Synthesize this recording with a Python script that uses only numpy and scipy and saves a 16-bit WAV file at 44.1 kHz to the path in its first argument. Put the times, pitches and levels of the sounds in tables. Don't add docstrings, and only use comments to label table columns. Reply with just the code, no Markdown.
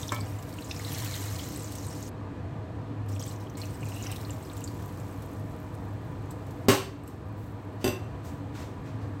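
import sys
import numpy as np
from scipy import signal
from scipy.io import wavfile
from scipy.ndimage import uniform_filter1d

SR = 44100
rng = np.random.default_rng(int(sys.argv[2]) if len(sys.argv) > 2 else 0)


def store_pcm(level_fs):
    pcm = np.round(np.clip(level_fs, -1, 1) * 32767).astype(np.int16)
    wavfile.write(sys.argv[1], SR, np.atleast_2d(pcm).T)


def rack_gain(trim_db):
    fader = np.asarray(trim_db, float)
    return 10 ** (fader / 20)


N = 405719
FIZZ_FROM_S = 3.06

POT_AIR_HZ = [1770, 2730, 4090, 5500, 6600, 8200]
# start_s, peak_db
FIRST_LANDING = [
    (6.6843, -14),
    (6.692, -17.5),
    (6.717, -27.5),
    (7.036, -62),
    (7.077, -52),
]
# start_s, peak_db
SECOND_LANDING = [
    (7.811, -54),
    (7.843, -15),
    (7.853, -32),
    (7.862, -18),
    (7.877, -18.5),
    (7.885, -37),
    (7.905, -51),
]


def evened(x):
    return x / np.sqrt(np.mean(x ** 2) + 1e-20)


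def read(points, hz):
    f, value = np.transpose(points)
    return np.interp(np.log(hz + 1), np.log(f + 1), value)


def add(mix, s, sound):
    part = mix[round(s * SR):][:len(sound)]
    part += sound[:len(part)]


def resonate(x, hz, width_hz):
    radius = np.exp(-np.pi * width_hz / SR)
    turn = np.exp(2j * np.pi * hz / SR)
    return 2 * signal.lfilter([1 - radius], [1, -radius * turn], x).real


def noise(level_db, size):
    t = np.arange(4 * N // size + 6) * size / 4 / SR
    hz = np.fft.rfftfreq(size, 1 / SR)
    real, imaginary = rng.standard_normal((len(t), len(hz), 2)).T
    gain = rack_gain(level_db(t, hz[:, None])) * np.sqrt(2 * SR / size)
    spectra = (real + 1j * imaginary) * gain
    return signal.istft(spectra, nperseg=size, noverlap=3 * size // 4)[1][:N]


def blotches(t, hz, frames, bins):
    field = rng.standard_normal((len(t), len(hz))).T
    return evened(uniform_filter1d(uniform_filter1d(field, frames, 1), bins, 0))


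def coloured(x, points):
    log_gain = np.log(rack_gain(read(points, abs(np.fft.fftfreq(4096, 1 / SR)))))
    taps = np.fft.ifft(np.exp(np.conj(signal.hilbert(log_gain)))).real[:2048]
    return signal.oaconvolve(x, taps)[:len(x)]


def strokes(rows, t, rise, fall):
    db = [level - rise * np.maximum(s - t, 0) - fall * np.maximum(t - s - hold, 0) for s, level, hold in rows]
    return np.maximum(np.max(db, axis=0), -110)


def flow(t):
    # start_s, flow_db, spread (0 narrow jet to 1 broad sheet)
    pours = [
        [(0.0, -50.5, 0.2), (0.1, -54, 0.2), (0.23, -58.5, 0.8), (0.46, -60.5, 0.8), (0.69, -56, 0.25),
         (0.95, -46, 0.5), (1.2, -47, 0.43), (1.75, -54.5, 0.15), (2.09, -55, 0.04)],
        [(3.57, -53, 0.4), (3.79, -62, 0.7), (3.87, -57, 0), (4.06, -53.5, 0.9), (4.25, -60, 0.9),
         (4.66, -60.5, 0.4), (5.2, -64, 0.8), (6.04, -75, 0.05), (6.66, -68.5, 0.4)],
    ]
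    # start_s, flow_db, hold_s
    slops = [
        (3.085, -60.5, 0.077),
        (3.196, -57, 0.13),
        (3.4, -62, 0.028),
    ]
    db = strokes(slops, t, rise=4300, fall=230)
    spread = np.full(len(t), 0.31)
    for rows in pours:
        s, level, wide = np.transpose(rows)
        on = (t >= s[0]) & (t <= s[-1])
        db[on] = np.interp(t[on], s, level)
        spread[on] = np.interp(t[on], s, wide)
    return db, spread


def water_db(t, hz):
    water_hz = [1400, 2800, 6400, 13000]
    jet_db = [-41, -44.5, -38.5, -46.5]
    sheet_db = [-32, -38, -44.5, -42]
    db, spread = flow(t)
    jet = read(list(zip(water_hz, jet_db)), hz)
    sheet = read(list(zip(water_hz, sheet_db)), hz)
    return db + jet + spread * (sheet - jet) - 30 * (hz < 900)


def spray():
    def level(t, hz):
        broad_flicker = 2.0 * blotches(t, hz, frames=5, bins=45)
        narrow_flicker = 2.1 * blotches(t, hz, frames=14, bins=3)
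        return water_db(t, hz) - 1.0 + broad_flicker + narrow_flicker
    return noise(level, size=128)


def bubble(hz, cycles, rise):
    turns = np.arange(1200) * hz / SR
    tone = np.sin(2 * np.pi * turns * (1 + rise * turns / cycles))
    return tone * np.exp(-2.0 * turns / cycles) * np.minimum(turns / 1.8, 1)


def puff(hz, share, quick_s, slow_s, tail):
    t = np.arange(900) / SR
    burst = rng.standard_normal(len(t)) * (np.exp(-t / quick_s) + tail * np.exp(-t / slow_s))
    return resonate(resonate(burst, hz, share * hz), hz, share * hz) / np.sqrt(share * hz / SR)


def froth():
    out = np.zeros(N)
    t = np.arange(0, N + 64, 64) / SR
    now = np.arange(N) / SR
    crowd = np.interp(now, t, np.clip(rack_gain(0.6 * (flow(t)[0] + 56)), 0.4, 3))
    for hz in np.geomspace(1900, 15000, num=36):
        size = rack_gain(4.5 * np.minimum(rng.exponential(1, N), 3))
        size *= (rng.random(N) < 32.0 * crowd / SR) / crowd ** 0.7
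        distance = np.min(abs(np.log(hz / np.array(POT_AIR_HZ))))
        favoured_db = 6.0 * np.exp(-(distance / 0.05) ** 2)
        size *= rack_gain(np.interp(now, t, water_db(t, hz)) + 32.0 + favoured_db)
        size *= rack_gain(1.0 * np.log2(hz / 6000))
        ring = bubble(hz, cycles=rng.uniform(2.0, 37.0), rise=rng.uniform(0, 0.04))
        out += signal.oaconvolve(size, ring)[:N]
    return out * rack_gain(-14.0 * np.maximum(now - 4, 0))


def gurgle():
    # start_s, end_s, pitch_hz, level_db over the flow
    runs = [
        (0.8, 2.05, 4090, 0),
        (0.9, 1.35, 1780, -8),
        (0.9, 1.2, 3200, -2),
        (3.8, 4.17, 2700, 5),
        (3.9, 4.3, 3800, 2),
        (3.85, 4.15, 5300, 2),
        (1.1, 1.9, 6500, 0),
        (3.15, 3.33, 3400, 0),
        (3.6, 3.67, 2300, 0),
        (4.05, 4.15, 2000, 0),
    ]
    out = np.zeros(N)
    now = np.arange(N) / SR
    level = rack_gain(flow(now)[0])
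    bubbles_per_s = 110.0
    for start, end, hz, db in runs:
        for pitch in (0.95, 0.985, 1.02, 1.06):
            size = rack_gain(db + 3.0 * np.minimum(rng.exponential(1, N), 3))
            size *= rng.random(N) < bubbles_per_s / 4 / SR
            size *= level * (now > start) * (now < end)
            out += signal.oaconvolve(size, bubble(pitch * hz, 18, rise=0.02))[:N]
    return out


def plops():
    # start_s, peak_db, pitch_hz
    first_pour = [(0.031, -29, 3550), (0.081, -35, 5500), (0.092, -31, 3400), (0.1469, -50, 13090),
                  (0.163, -33.5, 3230), (0.2093, -37, 4500), (0.3871, -45, 7060), (0.5865, -36, 2670),
                  (0.622, -38.5, 3970), (0.7118, -30, 3720), (0.7108, -31, 2550), (0.7143, -32, 5140),
                  (0.7637, -37.5, 5200), (0.7966, -34, 1880), (0.8484, -31, 3920), (0.88, -31, 3980),
                  (0.93, -34, 11400), (0.947, -33, 5570), (0.971, -41, 1840), (0.976, -42, 4200),
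                  (1.075, -40, 1780), (1.141, -29.5, 3770), (1.394, -32.5, 3040), (1.561, -36, 8000),
                  (1.6439, -37.5, 6850), (1.755, -39, 8450), (1.784, -36, 6000), (1.884, -41, 7920),
                  (2.091, -47, 10700), (1.21, -40, 6550)]
    # start_s, peak_db, pitch_hz
    second_pour = [(3.0917, -49, 8440), (3.1292, -45, 5600), (3.1626, -38, 2600), (3.1953, -38, 5600),
                   (3.2156, -38, 3100), (3.225, -36, 4700), (3.225, -38, 7700), (3.2374, -37, 6060),
                   (3.279, -39.5, 7600), (3.3106, -41, 3930), (3.4986, -49, 5900), (3.5733, -39, 7460),
                   (3.6169, -33.5, 4200), (3.635, -37.5, 2620), (3.83, -33.5, 2500), (3.8621, -38, 2540),
                   (3.9434, -44, 7900), (4.0254, -38, 6650), (4.0392, -38, 5880), (4.0682, -36.5, 5470),
                   (4.0638, -39, 2630), (4.1161, -37, 8260), (4.125, -34, 2700), (4.1618, -36, 3720),
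                   (4.2496, -39, 4200), (4.306, -36, 7160), (4.4985, -39.5, 3750), (4.641, -29.5, 7130),
                   (4.6757, -39, 4400), (6.3074, -43.5, 7550)]
    # start_s, peak_db, pitch_hz
    fainter = [(.205, -42, 7900), (.261, -49, 6450), (.270, -51, 8600), (.527, -44.5, 4300),
               (.540, -48, 8500), (.645, -38, 6800), (0.698, -43, 5170), (.794, -42, 6760),
               (1.061, -36, 2600), (1.255, -49, 8500), (1.357, -39, 5030), (1.44, -44, 6860),
               (1.598, -42, 7700), (1.622, -41, 7300), (1.842, -45, 3970), (1.867, -41, 8200),
               (2.027, -39, 6400), (3.152, -45, 8000), (3.205, -42, 6500), (3.255, -43, 8700),
               (3.292, -43, 7500), (3.361, -49.5, 6100), (3.47, -46, 3080), (3.553, -45, 4100),
               (3.603, -42, 7900), (3.655, -43, 5850), (3.746, -49, 7900), (3.807, -49, 8200),
               (3.855, -44, 7350), (3.92, -39.5, 2680), (3.965, -39, 2700), (4.275, -53, 8150),
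               (4.296, -40, 2780), (4.334, -49, 7100), (4.427, -49, 7900), (4.45, -45, 4930),
               (4.517, -43, 2500), (4.535, -45, 7750), (4.578, -45, 7200), (4.617, -42, 2660),
               (5.0, -51, 7140), (5.113, -54, 8000)]
    out = np.zeros(N)
    for s, db, hz in first_pour + second_pour + fainter:
        cycles = np.clip(0.0022 * hz, 7, 30)
        splash = puff(1.06 * hz, share=0.24, quick_s=0.0024, slow_s=0.005, tail=0.2)
        rustle = puff(hz, share=0.12, quick_s=0.005, slow_s=0.008, tail=0.4)
        add(out, s, rack_gain(db + 2.5) * bubble(hz, cycles, rise=0.03))
        add(out, s, rack_gain(db - 11.5) * splash)
        add(out, s + 0.003, rack_gain(db - 19.0) * rustle)
    return out


def ticks():
    # start_s, peak_db
    drops = [(0.1453, -30), (0.4255, -37), (0.492, -40), (0.919, -32), (1.0453, -26.5), (1.154, -30),
             (1.387, -33), (1.7207, -32), (1.753, -34), (3.088, -41), (3.198, -37), (3.2633, -36),
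             (3.7022, -54), (3.7287, -46), (3.8868, -34.5), (3.9551, -42), (4.115, -30.5), (4.16, -33),
             (4.212, -36), (4.568, -36), (4.605, -38), (4.6397, -41), (4.676, -39), (4.823, -42),
             (4.9733, -43), (5.2218, -39.5), (5.742, -49), (6.31, -38.5), (6.4669, -48), (6.508, -44.5)]
    # pitch_hz, level_db per Hz
    tick_colour = [(1500, -24), (3500, 0), (7000, -4), (10000, -2)]
    out = np.zeros(N)
    t = np.arange(900) / SR
    fade = np.exp(-t / 0.0039) + 0.44 * np.exp(-t / 0.022)
    for s, db in drops:
        add(out, s, rack_gain(db - 9.0) * rng.standard_normal(len(t)) * fade)
    return coloured(out, tick_colour)


def specks():
    # start_s, peak_db, centre_hz
    first_pour = [(0.0224, -40, 11000), (0.0428, -43, 11500), (0.0797, -41, 14900), (0.2094, -45, 12000),
                  (0.2414, -47, 12600), (0.2853, -46, 15700), (0.2972, -41, 11200), (0.3084, -48, 12200),
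                  (0.3671, -53, 10400), (0.401, -47, 12400), (0.4653, -50, 12300), (0.5117, -48, 13900),
                  (0.5264, -41, 11600), (0.5656, -49, 12700), (0.6095, -42, 12400), (0.6534, -46, 15600),
                  (0.6624, -46, 11600), (0.6863, -47, 12600), (0.7287, -44, 12600), (0.7677, -47, 12200),
                  (0.7944, -43, 14100), (0.8634, -39, 12300), (0.9034, -35, 12200), (0.9844, -28, 14900),
                  (1.0024, -39, 12600), (1.256, -32, 11400), (1.4671, -40, 12700), (1.4874, -38, 12300),
                  (1.5459, -37, 13300), (1.5744, -34, 11900), (1.6334, -36, 13000), (1.6654, -44, 13100),
                  (1.7784, -41, 12000), (1.8484, -47, 10100), (1.8667, -38, 11500), (1.9769, -45, 10900),
                  (2.0068, -39, 12100), (2.0263, -46, 13000), (2.0764, -44, 10900)]
    # start_s, peak_db, centre_hz
    second_pour = [(3.0624, -54, 12100), (3.1198, -46, 15300), (3.2131, -38, 12500), (3.3243, -41, 12500),
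                   (3.3882, -50, 12700), (3.5019, -47, 13600), (3.5389, -53, 14300), (3.5874, -50, 14700),
                   (3.6032, -47, 13000), (3.7723, -50, 14600), (3.7958, -46, 15700), (3.8482, -44, 14000),
                   (3.9074, -43, 14200), (3.9624, -36, 11500), (4.0317, -45, 15400), (4.0464, -43, 14700),
                   (4.1455, -43, 12200), (4.2547, -53, 14500), (4.2877, -52, 12600), (4.2961, -41, 12700),
                   (4.3365, -49, 15600), (4.3475, -50, 15200), (4.4343, -45, 13700), (4.4548, -44, 11400),
                   (4.4902, -47, 12700), (4.5296, -44, 12800), (4.7167, -43, 13500), (4.7446, -47, 13700),
                   (4.8599, -40, 15100), (4.8798, -45, 11000), (4.9247, -45, 11800), (5.006, -46, 14100),
                   (5.0519, -50, 14700), (5.0843, -50, 13700), (5.1248, -47, 11400), (5.1746, -49, 11900),
                   (5.2614, -47, 11800), (5.2999, -53, 15100), (5.3318, -46, 11800), (5.3966, -44, 11900),
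                   (5.4974, -50, 11800), (5.5633, -49, 13100), (5.6012, -47, 12900), (5.6301, -50, 15100),
                   (5.7513, -45, 10700), (5.8406, -56, 13400), (6.0945, -56, 13900), (6.2567, -55, 11500),
                   (6.5635, -53, 11700), (6.6174, -60, 11100), (7.2853, -55, 11900), (7.4684, -53, 12300),
                   (7.5213, -54, 11900), (7.6494, -55, 12100), (7.7294, -58, 11100)]
    out = np.zeros(N)
    for s, db, hz in first_pour + second_pour:
        droplet = puff(min(hz, 15500), share=0.48, quick_s=0.0016, slow_s=0.0055, tail=0.2)
        add(out, s, rack_gain(db - 14.5) * droplet)
    return out


def fizz():
    # pitch_hz, level_db per Hz
    foam_colour = [(3000, -28), (5000, -16), (8000, -10), (12000, 1)]
    # pitch_hz, level_db per Hz
    simmer_colour = [(2500, -18), (4500, -16), (8000, 6.5), (15000, 1)]
    age = np.arange(N) / SR - FIZZ_FROM_S
    bursts = rack_gain(3.0 * np.minimum(rng.exponential(1, N), 3))
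    bursts *= (rng.random(N) < 60.0 / SR) * (age > 0)
    shape = signal.lfilter([1], [1, -np.exp(-1 / (0.00174 * SR))], bursts)
    fade = rack_gain(-65 - 3.2 * np.maximum(age - 3.4, 0))
    simmer = rack_gain(-78.5) * (age > 0) * coloured(rng.standard_normal(N), simmer_colour)
    return coloured(fade * shape * rng.standard_normal(N), foam_colour) + simmer


def strike(blows, modes, crack_db, crack_s, rise_s):
    # pitch_hz, level_db per Hz
    crack_colour = [(150, -2), (300, 16), (800, 10.5), (2000, 4), (4000, -0.5), (8000, -7.5), (16000, -10)]
    out = np.zeros(N)
    t = np.arange(SR // 2) / SR
    ring = sum(-rack_gain(level - 60 * t / t60) * np.sin(2 * np.pi * hz * t) for hz, level, t60 in modes)
    for s, db in blows:
        crack = rack_gain(crack_db) * coloured(rng.standard_normal(len(t)), crack_colour) * np.exp(-t / crack_s)
        add(out, s, rack_gain(db) * (ring * np.minimum(t / rise_s, 1) + crack))
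    return out


def pot_knock():
    # start_s, peak_db
    blows = [
        (0.1203, -19),
        (0.163, -31),
        (0.187, -30),
    ]
    # pitch_hz, level_db, t60_s
    pot_modes = [(600, -5, .1), (1018, -3, .16), (1087, 2, .05), (1175, -2, .06), (1311, -7, .16),
                 (1586, -2, .05), (1743, -11, .14), (2180, -10, .2), (2292, -11, .3), (3050, -13, .03),
                 (5300, -9, .025), (6100, -9, .025), (7400, -7, .02), (8050, -9, .022)]
    hard = strike(blows[:1], pot_modes, crack_db=-4, crack_s=0.012, rise_s=0.00033)
    soft = strike(blows[1:], pot_modes[:5], crack_db=-30, crack_s=0.012, rise_s=0.002)
    return rack_gain(-10) * (hard + soft)


def board():
    # pitch_hz, level_db, t60_s
    counter_modes = [(111, 5, 0.28), (204, 7, 0.13), (245, 14, 0.055), (286, -2, 0.25), (332, 0, 0.15),
                     (393, 12.5, 0.05), (386, -3, .35), (550, -6, 0.11), (700, -6, 0.07), (864, -4, 0.05)]
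    # pitch_hz, level_db, t60_s
    edge_modes = [(110, 1, 0.19), (246, 5, 0.15), (347, 2, 0.08), (369, 4, .14), (480, -3, 0.14),
                  (600, -4, 0.1), (718, -7, 0.15), (1050, -8, 0.05), (1430, -13, .07), (1620, -13, .09),
                  (1830, -15, .07), (2000, -12, 0.04), (3300, -18, .03), (3520, -16, .03)]
    first = strike(FIRST_LANDING[:3], counter_modes, crack_db=2.5, crack_s=0.028, rise_s=0.0027)
    second = strike(SECOND_LANDING[1:], edge_modes, crack_db=-4.5, crack_s=0.0071, rise_s=0.001)
    return rack_gain(-5.5) * first + rack_gain(-10.5) * second


def clustered(pitches, rings, spread, db):
    near = rng.uniform(-spread, spread, (len(pitches), 3))
    modes = [(hz, *ring) for hz, ring in zip(pitches, rings)]
    neighbours = [(hz * (1 + shift), level + db, 0.7 * t60)
                  for (hz, level, t60), row in zip(modes, near) for shift in row]
    return modes + neighbours


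def cup():
    upright_hz = [2699, 2783, 2967, 4190, 4514, 6164, 6340, 8150, 8366, 11200, 11860, 12770, 13440]
    # level_db, t60_s
    upright_rings = [(-20, 0.42), (-26, 0.35), (-30, 0.22), (-26, .2), (-18, 0.4), (-28, 0.2), (-23, .3),
                     (-32, .25), (-26, 0.35), (-30, .2), (-21, 0.1), (-28, .17), (-26, .17)]
    aslant_hz = [2666, 2772, 3046, 3490, 4733, 5733, 6055, 7550, 7971, 8361, 10940, 11550, 11910, 14430]
    # level_db, t60_s
    aslant_rings = [(-7, 0.5), (-10, 0.5), (-9, 0.2), (-12, .08), (-5, 0.15), (-19, 0.25), (-12, 0.27),
                    (-17, .25), (-15, 0.24), (-17, 0.25), (-13, 0.12), (-16, .15), (-11, .17), (-14, 0.12)]
    rim_hz = [2740, 4300, 7700, 8400, 10900, 11700, 12800, 14600]
    # level_db, t60_s
    rim_rings = [(-6, .04), (-12, .03), (-5, .04), (-1, .04), (-2, .04), (-2, .05), (-5, .04), (-4, .04)]
    # start_s, peak_db
    freed = [
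        (6.6843, -16.5),
        (6.717, -18.5),
        (6.744, -24),
    ]
    upright = clustered(upright_hz, upright_rings, spread=0.03, db=-8)
    aslant = clustered(aslant_hz, aslant_rings, spread=0.025, db=-6)
    rim = clustered(rim_hz, rim_rings, spread=0.05, db=-5.5)
    first = rack_gain(0.5) * strike(freed, upright, crack_db=-43, crack_s=0.014, rise_s=0.00045)
    rocking = strike(FIRST_LANDING[3:], rim, crack_db=-7.5, crack_s=0.0063, rise_s=0.00047)
    second = rack_gain(-17) * strike(SECOND_LANDING[1::3], aslant, crack_db=-3, crack_s=0.003, rise_s=0.0002)
    t = np.arange(N) / SR
    gripped_s = np.where(t < 7.03, 6.86, 7.97)
    grip = rack_gain(-350 * np.maximum(t - gripped_s, 0))
    return (first + second) * grip + rocking * rack_gain(-150 * np.maximum(t - 7.08, 0))


def scuffs():
    # start_s, level_db, hold_s, brightness_db per octave
    slides = [
        (7.073, -56, 0.018, 6),
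        (7.377, -66.5, 0.09, 14.5),
        (7.815, -50, 0.044, 2),
        (8.251, -51.5, 0.032, 6),
        (8.554, -48.5, 0.073, 1),
        (8.86, -57, .03, -1),
        (9.018, -59, 0.016, -1),
    ]
    # pitch_hz, level_db per Hz over the slide's level
    slide_colour = [(1400, -34), (2800, -40.5), (6400, -49), (13000, -59.5)]

    def level(t, hz):
        each = []
        for row in slides:
            tilt = row[3] * np.log2(hz / 6000 + 0.1)
            each.append(strokes([row[:3]], t, rise=810, fall=145) + tilt)
        grain = 0.41 * blotches(t, hz, frames=5, bins=20)
        return np.max(each, axis=0) + read(slide_colour, hz) - 30 * (hz < 900) + grain
    return noise(level, size=256)


def fan():
    # pitch_hz, level_db per Hz
    roar_colour = [(13, -74), (22, -49), (46, -3), (70, -7), (85, -4.5), (103, -3.5), (229, -12.5),
                   (276, -12), (417, -17.5), (579, -24), (642, -19.5), (711, -20.5), (1160, -24.5),
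                   (1350, -32), (3000, -43.5), (3900, -48.5), (6600, -120)]
    # pitch_hz, width_hz, level_db
    fuzzy_tones = [(102.2, 9, -40), (144.7, 14, -53.5), (284.4, 40, -48.5), (403, 64, -86),
                   (482.7, 72, -54.5), (629.4, 17, -59.5), (984, 24, -61), (1207, 64, -64),
                   (1724, 340, -66), (2435, 160, -74), (4200, 400, -78.5)]
    # start_s, level_db
    swell = [(0.0, -40.5), (0.18, -32), (0.5, -42), (1.25, -33), (1.6, -42.5), (3.1, -34.5), (3.75, -39.5),
             (4.05, -33.5), (4.45, -42), (5.02, -38), (6.5, -39.5), (8.6, -39.5), (9.2, -36.5)]
    # pitch_hz, level_db per Hz
    air_colour = [(1400, -91), (2000, -99), (3000, -103), (4200, -105), (5500, -111), (9000, -116),
                  (16000, -126)]
    roar = noise(lambda t, hz: read(roar_colour, hz) + 1.16 * blotches(t, hz, frames=6, bins=8), size=2048)
    tones = []
    for hz, width_hz, db in fuzzy_tones:
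        tone = resonate(resonate(rng.standard_normal(N), hz, width_hz), hz, width_hz)
        tones.append(rack_gain(db) * evened(tone))
    steady = evened(tones[0] / abs(signal.hilbert(tones[0])) ** 0.6)
    s, db = np.transpose(swell)
    tones[0] = steady * rack_gain(fuzzy_tones[0][2]) * rack_gain(np.interp(np.arange(N) / SR, s, db - db.mean()))
    hiss = noise(lambda t, hz: read(air_colour, hz) - 30 * (hz < 1300) + 0 * t, size=512)
    return rack_gain(-35.5 - 4.5) * evened(roar) + sum(tones) + hiss


def kitchen(x):
    # pitch_hz, t60_s
    room_t60 = [(100, 0.091), (400, 0.38), (1500, 0.4), (4000, 0.41), (12000, 0.31)]
    taps = np.zeros(SR)
    at = np.arange(120, SR - 20, 20)
    taps[at + rng.integers(0, 20, len(at))] = rng.choice([-1.0, 1.0], len(at))
    hz, t, z = signal.stft(taps, SR, nperseg=256)
    decay = rack_gain(-60 * t / read(room_t60, hz)[:, None])
    tail = signal.istft(z * decay, SR, nperseg=256)[1]
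    return signal.fftconvolve(x, tail / np.linalg.norm(tail))[:N]


def scene():
    water = froth() + gurgle() + plops() + ticks() + fizz() + specks()
    splash = spray()
    boom = rack_gain(-23.0) * sum(resonate(splash + water, hz, width_hz=41) for hz in POT_AIR_HZ)
    thud = board()
    steel = cup() + pot_knock()
    dull_thud = coloured(thud, [(300, -6), (1000, 0)])
    echo = kitchen(rack_gain(-11) * water + rack_gain(-9) * steel + rack_gain(-1.5) * dull_thud)
    t = np.arange(N) / SR
    heard = (t < 2.096) | (t > FIZZ_FROM_S)
    mix = (water + splash + boom + echo) * heard + scuffs() + thud + steel + fan()
    return mix[None]


def top_cut(x):
    return signal.sosfilt(signal.butter(12, 16830, fs=SR, output="sos"), x)


def record(dry):
    # pitch_hz, gain_db
    mic_response = [(30, -16), (70, 0.5), (4000, 1), (8600, 5), (9250, -4), (10300, -1.5), (11700, 3),
                    (15400, 0.5)]
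    # start_s, end_s, low_hz, high_hz
    dropout = (7.848, 8.015, 9030, 10130)
    x = coloured(dry[0], mic_response)
    power_db = 10 * np.log10(abs(uniform_filter1d(x ** 2, 600)) + 1e-12)
    fall = np.arange(N) * 3.9 / SR
    held_db = np.maximum.accumulate(power_db + fall) - fall
    over_db = np.maximum(held_db + 16.5, 0)
    x = x / rack_gain(0.62 * uniform_filter1d(over_db, 400))
    hz, t, z = signal.stft(x, SR, nperseg=512)
    start, end, low, high = dropout
    lost = z * np.outer((hz > low) & (hz < high), (t > start) & (t < end))
    x = x - signal.istft(lost, SR, nperseg=512)[1][:N]
    x = signal.oaconvolve(x, signal.firwin(255, 15900, fs=SR), "same")
    return top_cut(x[None])


dry = scene()
out = record(dry)
store_pcm(out)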